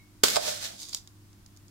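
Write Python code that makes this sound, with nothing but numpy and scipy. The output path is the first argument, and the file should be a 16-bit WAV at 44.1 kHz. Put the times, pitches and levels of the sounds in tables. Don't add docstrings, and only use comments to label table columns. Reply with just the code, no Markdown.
import sys
import numpy as np
from scipy import signal
from scipy.fft import rfft, irfft
from scipy.io import wavfile

SR = 44100
rng = np.random.default_rng(int(sys.argv[2]) if len(sys.argv) > 2 else 0)


def store_wav(level_fs):
    pcm = np.round(np.clip(np.atleast_2d(level_fs), -1, 1) * 32767)
    wavfile.write(sys.argv[1], SR, pcm.T.astype(np.int16))


N = 74970
LEFT_LAG_S = 0.00077


def amp(db):
    return 10 ** (np.asarray(db) / 20)


def evened(x):
    return x / np.sqrt(np.mean(x ** 2) + 1e-20)


def read(points, hz):
    f, value = np.transpose(points)
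    return np.interp(np.log(hz + 1), np.log(f), value)


def level(points):
    s, db = np.transpose(points)
    return amp(np.interp(np.arange(N) / SR, s, db, left=-140, right=-140))


def add(mix, s, sound):
    part = mix[..., round(s * SR):][..., :sound.shape[-1]]
    part += sound[..., :part.shape[-1]]


def convolve(x, response):
    return signal.fftconvolve(np.atleast_2d(x), np.atleast_2d(response), axes=1)[:, :N]


def dying(t, t60):
    return np.exp(-np.log(1000) * t / t60)


# (frequency [Hz], level [dB])
LEFT_OVER_RIGHT = [(150, 1), (430, -3), (620, -7), (1100, -4.5), (2300, 1), (3700, -6), (5000, -3.5),
                   (7500, -2), (12000, 2.5)]


def colour(x, points):
    hz = abs(np.fft.fftfreq(4096, 1 / SR))
    tilt_db = np.outer([.5, -.5], read(LEFT_OVER_RIGHT, hz))
    log_gain = np.log(amp(read(points, hz) + tilt_db))
    spectrum = np.exp(np.conj(signal.hilbert(log_gain)))
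    taps = np.fft.ifft(spectrum).real[:, :len(hz) // 2]
    return convolve(x, taps / np.sqrt(np.sum(taps ** 2) / 2))


# (frequency [Hz], t60 [s])
ROOM_T60 = [(200, 0.75), (1000, 0.29), (5000, 0.25), (15000, 0.26)]
ROOM_BUILD_S = 0.00183


def in_room(x, wet_db, size=256):
    hz, t, z = signal.stft(rng.standard_normal((2, SR // 2)), SR, nperseg=size)
    decay = amp(-60 * t / read(ROOM_T60, hz)[:, None])
    build = 1 - np.exp(-t / ROOM_BUILD_S)
    tail = signal.istft(z * decay * build, SR, nperseg=size)[1]
    return x + amp(wet_db) * convolve(x, tail / np.linalg.norm(tail[0]))


SHARED_HZ = 1045


def pair(x):
    hz, (left, right) = np.fft.rfftfreq(N, 1 / SR), rfft(x)
    shared = 1 / (1 + (hz / SHARED_HZ) ** 4)
    lagged = right * np.exp(-2j * np.pi * hz * LEFT_LAG_S)
    return irfft([shared * lagged + np.sqrt(1 - shared ** 2) * left, right], N)


# (frequency [Hz], rms level [dB])
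HUM = [(99.7, -59), (201, -72.5), (300, -67.5), (350, -72)]
HUM_WAVER = .45
# (frequency [Hz], level [dB])
FLOOR_COLOUR = [(15, -6.5), (35, -0.5), (70, -4), (170, -5.5), (260, -10.5), (340, -11.5), (480, -24.5),
                (1000, -20.5), (2500, -26.5), (5000, -25.5), (15500, -31)]
FLOOR_RMS_DB, FLOOR_MONO_HZ = -58, 421
RUMBLE_APART_HZ, RUMBLE_RIGHT_DB = 63, 3


def kitchen(count=14):
    t, hz = np.arange(N) / SR, np.fft.rfftfreq(N, 1 / SR)
    z = rfft(rng.standard_normal((3, N)))
    deep = 1 / (1 + (hz / RUMBLE_APART_HZ) ** 4)
    shared = (1 - deep) / (1 + (hz / FLOOR_MONO_HZ) ** 2)
    gain = amp(read(FLOOR_COLOUR, hz) + np.outer([-.5, .5], RUMBLE_RIGHT_DB * deep))
    noise = z[:2] * np.sqrt(1 - shared) + z[2] * np.sqrt(shared)
    out = amp(FLOOR_RMS_DB) * evened(irfft(noise * gain, N))
    for line_hz, db in HUM:
        a, b = signal.resample(rng.standard_normal((2, count)), N, axis=1)
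        waver = 1 + HUM_WAVER * (a + 1j * b)
        out = out + amp(db) * evened((waver * np.exp(2j * np.pi * line_hz * t)).real)
    return out


# (time [s], gain on the modes [dB])
RING_STARTS = [(0, 3), (.284, 25.5)]
# (frequency [Hz], level before that gain [dB], t60 [s])
SPOON_MODES = [(2170, -62.5, 0.3), (2220, -64.5, 0.42), (3904, -70.5, 0.17)]


def spoon():
    out, t = np.zeros((2, N)), np.arange(N) / SR
    for s, ring_db in RING_STARTS:
        for hz, db, t60 in SPOON_MODES:
            cycles = hz * t + rng.random((2, 1)) / 2
            add(out, s, amp(ring_db + db) * dying(t, t60) * np.sin(2 * np.pi * cycles))
    return out


TREBLE_HZ = 8000
SPOT_DB, SPOT_Q = -3.5, 3.4


def contacts(rows, t60, snap):
    out, t = np.zeros((2, N)), np.arange(SR // 8) / SR
    treble = signal.butter(1, TREBLE_HZ, "high", fs=SR)
    for s, db, treble_db, spot_hz in rows:
        burst = rng.choice([-1., 1.], (2, len(t))) * dying(t, t60)
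        burst[:, 0] = snap
        spot = signal.lfilter(*signal.iirpeak(spot_hz, SPOT_Q, fs=SR), burst)
        burst = burst + amp(SPOT_DB) * spot
        bright = (amp(treble_db) - 1) * signal.lfilter(*treble, burst)
        add(out, s, amp(db) * (burst + bright))
    return out


# (time [s], level [dB], extra treble [dB], pitch of the struck spot [Hz])
STRIKES = [(.2338, -30.5, -8, 4750), (.2361, -11, 5, 1205), (.2395, -17, 6.5, 4910),
           (.2835, -23, 3.5, 1630), (.3010, -30, 9, 4540), (.3595, -20.5, -3, 3480),
           (.3660, -17.5, -20, 900)]
# (frequency [Hz], level [dB])
STRIKE_COLOUR = [(40, -16), (300, -4.5), (800, -5.5), (1300, -0.5), (2400, -8.5), (3400, 0), (4200, -1.5),
                 (4950, 4), (5700, -6), (7500, -1.5), (9500, -9.5), (15500, -14.5)]
STRIKE_T60_S, STRIKE_SNAP = 0.033, 5.5


def strikes():
    return colour(pair(contacts(STRIKES, STRIKE_T60_S, STRIKE_SNAP)), STRIKE_COLOUR)


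# (frequency [Hz], level [dB], t60 [s])
TUB_MODES = [(270, -8, 0.12), (364, -8, 0.13), (434.7, -0.5, 0.065), (592.6, -1.5, 0.17), (636, -6.5, 0.12),
             (694, 0, 0.087), (819, -6.5, 0.15), (905, 3, 0.05), (1181, 0.5, 0.072), (1260, 0, .06)]
PUSH_OCTAVES, PUSH_S = 0.33, 0.00035


def tub_ring(push_hz, ring_share=1):
    t = np.maximum(np.arange(SR // 3) / SR - np.array([[LEFT_LAG_S], [0]]), 0)
    ring = 0
    for k, (hz, db, t60) in enumerate(TUB_MODES):
        tilt_db = np.array([[.5], [-.5]]) * read(LEFT_OVER_RIGHT, hz)
        gain = amp(db + tilt_db) / (1 + (np.log2(hz / push_hz) / PUSH_OCTAVES) ** 2)
        sign = (-1) ** k
        ring = ring + sign * gain * dying(t, t60 * ring_share) * np.sin(2 * np.pi * hz * t)
    return ring * (1 - np.exp(-t / PUSH_S))


# (time [s], level [dB], centre of the push [Hz], share of t60 left by the spoon [1])
KNOCKS = [(0.2357, -8.5, 427, .4), (.3655, -17.5, 664, 0.89), (.477, -26.5, 620, 0.77),
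          (.9468, -40.5, 430, 0.12)]
# (time [s], level [dB])
WALL_PRESSURE = [(.24, -31), (.34, -6), (.39, 1.5), (.49, -4.5), (.61, -14), (.75, -0.5), (.80, -29)]
CRUNCH_PUSH_HZ, RING_ROOM_DB = 670, -15


def tub(drive):
    ring = tub_ring(CRUNCH_PUSH_HZ)
    out = convolve(drive[0] * level(WALL_PRESSURE), ring / np.linalg.norm(ring[1]))
    for s, db, push_hz, ring_share in KNOCKS:
        add(out, s, amp(db) * tub_ring(push_hz, ring_share))
    return in_room(out, RING_ROOM_DB)


def grains(per_s, spread_db):
    size = amp(spread_db * np.minimum(rng.exponential(1, N), 4))
    hit = rng.random(N) < per_s / SR
    return evened(size * hit * rng.standard_normal((2, N)))


# (time [s], level [dB])
CRUNCH = [(.236, -71), (.244, -26.5), (.272, -28.5), (.30, -30), (.325, -32), (.355, -29.5), (.385, -50),
          (.41, -39), (.445, -33.5), (.48, -30), (.544, -37.5), (.582, -40.5), (.606, -42), (.638, -34),
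          (.664, -36), (.69, -44), (.76, -53.5), (.80, -62.5)]
# (frequency [Hz], level [dB])
CRUNCH_COLOUR = [(60, -19.5), (300, -10.5), (700, -5.5), (1000, -21.5), (1400, -1), (2600, -4), (3700, 3.5),
                 (5000, 4), (7000, 1), (10000, -5.5), (15500, -13.5)]
# (frequency [Hz], level [dB])
LUMP_COLOUR = [(300, -17), (1400, -3), (3300, 0.5), (6000, -2.5), (15500, -15)]
# (frequency [Hz], level [dB])
RUB_COLOUR = [(30, -18.5), (130, -7.5), (230, 1.5), (330, -13), (480, -17), (1500, -43.5)]
GRAINS_PER_S, GRAIN_SPREAD_DB = 12000, 2.6
LUMPS_PER_S, LUMP_SPREAD_DB, LUMPS_DB = 1200, 1.7, -8
RUB_DB, DIG_ROOM_DB = -27, -7.5


def digging():
    drive = pair(grains(GRAINS_PER_S, GRAIN_SPREAD_DB)) * level(CRUNCH)
    fine = colour(drive, CRUNCH_COLOUR)
    lump_drive = grains(LUMPS_PER_S, LUMP_SPREAD_DB) * level(CRUNCH)
    lumps = amp(LUMPS_DB) * colour(lump_drive, LUMP_COLOUR)
    rub = amp(RUB_DB) * colour(drive, RUB_COLOUR)
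    return in_room(strikes() + fine + lumps + rub, DIG_ROOM_DB) + tub(drive)


# (time [s], level [dB])
SLIDE = [(.70, -60), (.775, -51), (.802, -43.5), (.826, -40), (.86, -48), (.90, -47.5), (.925, -50.5),
         (.972, -41), (1.01, -67), (1.12, -87)]
# (time [s], level before TICKS_DB [dB], extra treble [dB], pitch of the struck spot [Hz])
TICKS = [(.8018, -41, -3, 4600), (.8313, -38, 2, 3600), (.8530, -39, -1, 4700), (.8866, -39, 3, 6200),
         (.8931, -36.5, 4, 6200), (.9292, -30, -6, 3800), (.9326, -29, -2, 4800), (.9468, -18, -3, 4900),
         (1.0745, -41, 1, 3500), (1.3305, -55, 1, 5500), (1.4620, -48.5, 2, 5600), (1.5640, -55, 2, 5800),
         (1.5722, -50, 5, 6000), (1.6820, -53, 2, 5800)]
# (frequency [Hz], level [dB])
TICK_COLOUR = [(80, -27.5), (300, -18.5), (1000, -15), (1700, -19), (2200, -13), (2800, -15.5),
               (3600, -1.5), (4200, -5.5), (4800, 2), (5600, -5.5), (6800, -1), (8200, -8), (15500, -19.5)]
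SLIDE_PER_S, SLIDE_SPREAD_DB = 9000, 2.4
TICK_T60_S, TICK_SNAP, TICKS_DB, TICK_ROOM_DB = 0.015, 1.92, -0.5, -13


def lifting():
    slide = grains(SLIDE_PER_S, SLIDE_SPREAD_DB) * level(SLIDE)
    ticks = amp(TICKS_DB) * contacts(TICKS, TICK_T60_S, TICK_SNAP)
    return in_room(colour(slide + ticks, TICK_COLOUR), TICK_ROOM_DB)


def scene():
    return kitchen() + spoon() + digging() + lifting()


EDGE_HZ = 15850


def record(dry):
    low_pass = signal.firwin(511, EDGE_HZ, window=("kaiser", 9), fs=SR)
    return signal.oaconvolve(np.clip(dry, -1, 1), low_pass[None], "same")


dry = scene()
out = record(dry)
store_wav(out)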